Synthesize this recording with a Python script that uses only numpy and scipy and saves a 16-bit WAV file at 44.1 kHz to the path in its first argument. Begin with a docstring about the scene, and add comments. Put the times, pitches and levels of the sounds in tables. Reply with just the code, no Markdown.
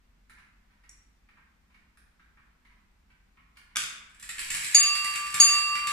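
"""Wall clock striking two

A weight-driven wooden clock ticks and tocks faintly in a bare, lively room; a duller tick comes every second.
A lever drops with a clack, the strike train spins up and rattles, and a hammer hits the metal bell twice.
The bell is a sum of decaying sines whose close pairs beat; knocks, ticks and gears are coloured noise bursts.
Two microphone ports pick up direct sound and reverberation, over quiet room air and a low drone."""
import sys
import numpy as np
from scipy import signal
from scipy.fft import rfft, irfft, next_fast_len
from scipy.io import wavfile

SR = 44100
rng = np.random.default_rng(int(sys.argv[2]) if len(sys.argv) > 2 else 0)


def to_wav(s):
    """Save 16-bit WAV."""
    ch = np.atleast_2d(s).T  # columns
    pcm = np.round(np.clip(ch, -1, 1) * 32767)  # PCM
    wavfile.write(sys.argv[1], SR, pcm.astype(np.int16))


N = 261072
T = np.arange(N) / SR
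HZ = np.fft.rfftfreq(N, 1 / SR)

# hammer strokes on the bell: (t/s, force/dB)
HAMMER_STROKES = [(4.7462, -.3), (5.4000, .7)]
# colour of the clock frame and gears: (f/Hz, level/dB per Hz)
FRAME_COLOUR = [(40, -25.5), (150, -14), (260, -20.5), (550, -26), (800, -18.5), (1150, -9), (1650, -1),
                (2400, 4), (3100, -2.5), (6200, -5.5), (7800, -4.5), (10500, -7.5), (13000, -17),
                (15000, -22)]
# phase by which the left port leads the right: (f/Hz, lead/rad)
LEFT_LEAD = [(100, 0.41), (1176, 0.86), (2740, 1.62), (4650, 1.24), (6750, 1.05), (12000, 1.7)]


def bell():
    """Each stroke adds decaying modes to what still rings; every mode builds up and dies at its own pace."""
    # modes, most in close pairs: (f/Hz, left level/dB, right level/dB, t60/s, build-up time/s)
    bell_modes = [(1170.2, -43, -38, 9, .09), (1176.3, -30.5, -32, 9, .075), (2727.7, -29, -40, 1.4, .08),
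                  (2739.4, -23.5, -19.5, 1.7, .09), (2751, -25, -36, 1.2, .003),
                  (4591, -30, -29, 1.1, .002), (4641.5, -26, -14.5, .45, .001),
                  (4648.3, -24, -11.5, .95, .12), (4650, -14.5, -31, .85, .008),
                  (6725, -2.5, -14, .18, .017), (6741.1, -9.5, -10.5, .42, .001),
                  (6747.4, -2, -9, .22, .076), (9037, -43, -32, .4, .002), (9065, -36, -22, .4, .002),
                  (9077, -29, -18.5, .5, .008), (10897, -44, -28, .42, .025), (11710, -44, -33, .3, .002),
                  (11730, -45, -33, .3, .003), (13110, -51, -43, .27, .003), (14553, -49, -39, .24, .002)]
    # room share of each mode: (f/Hz, level/dB)
    bell_wet = [(1200, -17.5), (2700, -12.5), (4600, -15), (6700, -7.5), (9000, -11.5), (12000, -12.5)]
    near, sent = np.zeros((2, 2, N))
    for s, force_db in HAMMER_STROKES:
        t = T[T >= s] - s
        for hz, left_db, right_db, t60, build_s in bell_modes:
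            envelope = amp(force_db - 60 * t / t60) * (1 - np.exp(-t / build_s))
            phase = 2 * np.pi * hz * t
            left = amp(left_db) * np.sin(phase)
            right = amp(right_db) * np.sin(phase - read(LEFT_LEAD, hz))
            mode = envelope * np.array([left, right])
            near[:, -len(t):] += mode
            sent[:, -len(t):] += amp(read(bell_wet, hz)) * mode
    return near + np.array([room(sent[0])[0], room(sent[1])[1]])


def strike_train(chatter_s=0.0047, wheels_db=-5.0, pins_db=-9):
    """Dull wheels, bright pins and knocks sound through the frame and set the iron levers ringing."""
    # loudest knocks of levers and pins, before the room: (t/s, level/dB, added treble/dB)
    knocks = [(4.095, -60, -3), (4.1458, -54.5, -5), (4.1974, -46.5, 3), (4.226, -38.5, -1),
              (4.291, -33, -2), (4.383, -34.5, -7), (4.3928, -30, -1.5), (4.503, -28, 1),
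              (4.5478, -28.5, 3), (4.953, -28.5, -1), (5.045, -29, 1.5), (5.157, -29.5, 1),
              (5.3424, -25.5, 1.5), (5.7538, -29.5, -6), (5.8711, -27, 0)]
    # ringing iron levers: (f/Hz, level/dB, t60/s)
    iron = [(1724, -19, 0.013), (2270, -54, 0.19), (6830, -47, 0.13), (7604, -15.5, 0.012),
            (7640, -15, 0.043), (7810, -12.5, 0.023)]
    hammer_db, hammer_treble_db = -21.5, 3
    out = amp(wheels_db) * gears(treble_db=-1.0, teeth_per_s=130, spread_db=3.0, clump_db=6)
    out += amp(pins_db) * gears(treble_db=4.5, teeth_per_s=200, spread_db=5.5, clump_db=4)
    for s, db, treble_db in knocks:
        add(out, s, blow(db, FRAME_COLOUR, treble_db, chatter_s))
    # every stroke also jolts the frame
    for s, force_db in HAMMER_STROKES:
        add(out, s, blow(hammer_db + force_db, FRAME_COLOUR, hammer_treble_db, chatter_s))
    return placed(ringing(out, iron), direct_db=-1, wet_db=5)


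def gears(treble_db, teeth_per_s, spread_db, clump_db, scrape_s=0.0012, clumps_hz=22):
    """Teeth click and scrape at random, in clumps as the wheels bind and run free."""
    # gears spin up, surge as the hammer falls, slow as it is lifted: (t/s, level/dB before wheel or pin share)
    run_level = [(4.2, -64), (4.32, -53), (4.52, -42.5), (4.76, -40), (4.9, -45), (5.15, -46),
                 (5.32, -46.5), (5.46, -40), (5.73, -49), (5.79, -49), (5.92, -45)]
    heights = amp(spread_db * np.minimum(rng.exponential(1, N), 3))
    clicks = heights * (rng.random(N) < teeth_per_s / SR)
    # each click opens a short decaying burst of noise
    scrape = signal.lfilter([1], [1, -np.exp(-1 / (scrape_s * SR))], clicks) * rng.standard_normal(N)
    clump_band = np.exp(-(HZ / clumps_hz - 1) ** 2)
    clumps = np.tanh(evened(irfft(rfft(rng.standard_normal(N)) * clump_band, N)))
    run_db = np.interp(T, *np.transpose(run_level), left=-140)
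    level = amp(run_db + clump_db * clumps)
    return signal.oaconvolve(evened(scrape) * level, impulse(FRAME_COLOUR, treble_db))[:N]


def release(chatter_s=0.0026, count=4):
    """The lever that frees the strike train falls with a broad crack and bounces, each time a little weaker."""
    # the lever slips and lands in two blows, before the room: (t/s, level/dB, added treble/dB)
    clacks = [(3.754, -39, -16), (3.7582, -21, -3.5), (3.7686, -19, 3)]
    # colour of that lever: (f/Hz, level/dB per Hz)
    lever_colour = [(50, -15), (150, -20), (550, -22.5), (850, -17.5), (1250, -2.5), (2500, 2),
                    (3150, -1.5), (3520, 4), (4000, -6), (6700, -4), (7500, 1), (8600, -9), (11500, -14.5),
                    (13000, -28)]
    rebound_s, rebound_db, rebound_loss_db, rebound_treble_db = .017, -30.5, 0.2, 1
    out = np.zeros(N)
    for s, db, treble_db in clacks:
        add(out, s, blow(db, lever_colour, treble_db, chatter_s))
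    landing_s = clacks[-1][0]
    for k in range(count):
        bounce = blow(rebound_db - k * rebound_loss_db, lever_colour, rebound_treble_db, chatter_s)
        add(out, landing_s + (k + 1) * rebound_s, bounce)
    return placed(out, direct_db=2.0, wet_db=4.0)


def escapement(wire_chatter_s=0.0027):
    """Two steady beats run against each other, with a few lever clicks and one bright tink of a thin wire."""
    # In the next three tables levels are before the room.
    # tick and tock, once a swing: (first t/s, level/dB, treble against middle/dB, note f/Hz, chatter/s)
    swing_beats = [(.381, -52.5, -23, 1590, 0.0055), (.836, -55, -16.5, 1910, .011)]
    # dull tick and faint after-tap every second, perhaps a second clock: columns as for the swing
    second_beats = [(.371, -54, -35, 1070, 0.015), (.700, -63, -21, 950, 0.027)]
    # levers click as the strike work gets ready: (t/s, level/dB, treble against middle/dB, note f/Hz, chatter/s)
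    lever_clicks = [(0.2966, -44.5, -10, 1390, 0.0063), (.385, -54.5, -8.5, 1430, 0.0078),
                    (0.8939, -56.5, -3, 2020, 0.008), (1.9731, -45.5, -5, 1380, 0.0013),
                    (3.5705, -42.5, -6, 1650, .004)]
    # steel pallets ring at every tick and tock: (f/Hz, level/dB, t60/s)
    pallets = [(4500, -23.5, 0.06), (2260, -27, 0.039)]
    # the wire tinks once: (t/s, level/dB before the room)
    tink = (.893, -38.5)
    # colour of the wire: (f/Hz, level/dB)
    wire_colour = [(4900, -26), (5700, 4.5), (6400, -4), (7600, 1.5), (8800, -12.5), (10300, -11),
                   (11500, -25), (13000, -43)]
    # note of the wire: (f/Hz, level/dB, t60/s)
    wire_note = [(5720, -23, 0.052)]
    ticks = ringing(beating(swing_beats, period_s=.9072), pallets)
    ticks = ticks + beating(second_beats, period_s=1)
    for s, *kind in lever_clicks:
        add(ticks, s, tick(*kind))
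    wire = np.zeros(N)
    tink_s, tink_db = tink
    add(wire, tink_s, blow(tink_db, wire_colour, 0, wire_chatter_s))
    clock = placed(ticks, direct_db=-8.5, wet_db=-0.5)
    return clock + placed(ringing(wire, wire_note), direct_db=-4, wet_db=-3.0)


def beating(beats, period_s):
    """Ticks of the same kind come back in every period."""
    out = np.zeros(N)
    for first_s, *kind in beats:
        for s in np.arange(first_s, T[-1], period_s):
            add(out, s, tick(*kind))
    return out


def tick(db, treble_db, hz, chatter_s, usual_treble_db=-8, ring_db=-20, ring_t60=0.015):
    """A soft tick with the woody note of the part that is hit."""
    # colour of the ticks: (f/Hz, level/dB per Hz)
    tick_colour = [(200, -8.5), (600, -23.5), (1050, -3.5), (1500, -1), (2350, -1), (3300, -10.5),
                   (4500, -10), (7000, -16.5), (10000, -16.5), (13500, -28), (15500, -21)]
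    # the colour already counts for usual_treble_db
    contact = blow(db, tick_colour, treble_db - usual_treble_db, chatter_s)
    return ringing(contact, [(hz, ring_db, ring_t60)])


def rumble(s=4.5, length_s=0.13, db=-54, hz=48):
    """A brief deep rumble, low-passed noise, swells and fades shortly before the first stroke."""
    noise = evened(irfft(rfft(rng.standard_normal(N)) / (1 + (HZ / hz) ** 4), N))
    return amp(db) * noise * np.exp(-((T - s) / length_s) ** 2)


def air(hum_width_hz=6):
    """Quiet diffuse room noise over a wavering low drone, a narrow band of noise alike at both ports."""
    # colour of the room air: (f/Hz, level/dB per Hz)
    air_colour = [(15, -9.5), (30, -7.5), (48, -1), (65, -4), (120, -19), (210, -12), (320, -23.5),
                  (560, -28.5), (900, -25), (2200, -26), (3000, -31.5), (8000, -39), (10000, -43.5),
                  (16000, -44)]
    air_db, hum_hz, hum_db = -66, 44.5, -68.5
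    hiss = irfft(rfft(ear_noise()) * amp(read(air_colour, HZ)), N)
    drone = irfft(rfft(rng.standard_normal(N)) / (1 + ((HZ - hum_hz) / hum_width_hz) ** 2), N)
    return amp(air_db) * evened(hiss) + amp(hum_db) * evened(drone)


def placed(x, direct_db, wet_db):
    """Direct sound and room reach two microphone ports; the highest treble favours the right one."""
    # level difference between the ports: (f/Hz, left minus right level/dB)
    side_levels = [(150, 0.5), (2400, -1), (4400, 1), (7800, 3), (9500, -16), (12000, -8.5), (15000, -4.5)]
    size = next_fast_len(N + SR // 10)
    hz = np.fft.rfftfreq(size, 1 / SR)
    lag = np.exp(-1j * read(LEFT_LEAD, hz))
    direct = rfft(x, size) * np.array([np.ones(len(hz)), lag])
    both = amp(direct_db) * direct + amp(wet_db) * rfft(room(x), size)
    balance = amp(np.outer([.5, -.5], read(side_levels, hz)))
    return irfft(both * balance, size)[:, :N]


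def room(x, build_s=0.0005):
    """Dense reflections, different at each port, each band dying at its own speed."""
    # reverberation of the bare room: (f/Hz, t60/s)
    room_decay = [(200, 1), (700, 0.85), (1800, 0.78), (4600, 0.59), (12000, 0.41)]
    hz, t, z = signal.stft(ear_noise()[:, :SR], SR, nperseg=256)
    decay = amp(-60 * t / read(room_decay, hz)[:, None])
    tail = signal.istft(z * decay * (1 - np.exp(-t / build_s)), SR, nperseg=256)[1]
    return signal.fftconvolve(x[None], tail / np.linalg.norm(tail[0]), axes=1)[:, :N]


def ear_noise():
    """Diffuse noise at two ports: alike in the bass, almost unrelated in the treble."""
    # likeness of the ports: (f/Hz, left-right correlation)
    air_same = [(40, 0.92), (120, 1), (250, 0.67), (500, 0.023), (8000, 0.02)]
    a, b = rfft(rng.standard_normal((2, N)))
    same = np.clip(read(air_same, HZ), -1, 1)
    return irfft(np.array([a, same * a + np.sqrt(1 - same ** 2) * b]), N)


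def blow(db, colour, treble_db, chatter_s):
    """Two parts meet and chatter for some milliseconds: decaying noise through the colour of the part."""
    t = T[:SR // 10]
    contact = rng.standard_normal(len(t)) * np.exp(-t / chatter_s)
    # same energy at every draw
    contact *= np.sqrt(chatter_s * SR / 2) / np.linalg.norm(contact)
    return amp(db) * signal.fftconvolve(contact, impulse(colour, treble_db))


def ringing(x, modes):
    """A sound together with the modes that it sets ringing."""
    t, ring = T[:SR // 2], 0
    for hz, db, t60 in modes:
        mode = amp(-60 * t / t60) * np.cos(2 * np.pi * hz * t)
        ring = ring + amp(db) * mode / np.linalg.norm(mode)
    return x + signal.oaconvolve(x, ring)[:len(x)]


def impulse(colour, treble_db=0, size=2048):
    """A causal (minimum-phase) click of unit energy with the given spectrum, tilted above the middle range."""
    hz = abs(np.fft.fftfreq(size, 1 / SR))
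    db = read(colour, hz) + treble_db * read([(2500, 0), (8000, 1)], hz)
    spectrum = np.exp(np.conj(signal.hilbert(np.log(amp(db)))))
    click = np.fft.ifft(spectrum).real
    return click / np.linalg.norm(click)


def amp(db):
    """Decibels to amplitude."""
    return 10 ** (np.asarray(db) / 20)


def evened(x):
    """Scale to an overall RMS of one."""
    return x / np.sqrt(np.mean(x ** 2) + 1e-20)


def read(points, hz):
    """Read a table between its points, along a logarithmic frequency axis."""
    f, value = np.transpose(points)
    return np.interp(np.log(hz + 1), np.log(f + 1), value)


def add(mix, s, sound):
    """Lay a sound into the mix at s seconds, cut at the end of the mix."""
    part = mix[round(s * SR):][:len(sound)]
    part += sound[:len(part)]


def scene():
    """The striking clock in its room."""
    return bell() + strike_train() + release() + escapement() + rumble() + air()


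def record(dry):
    """The recorder's band limit: a steep low-pass."""
    edge_hz = 15400
    low_pass = signal.firwin(255, edge_hz, window=("kaiser", 8), fs=SR)
    return signal.oaconvolve(dry, low_pass[None], "same")


dry = scene()
out = record(dry)
to_wav(out)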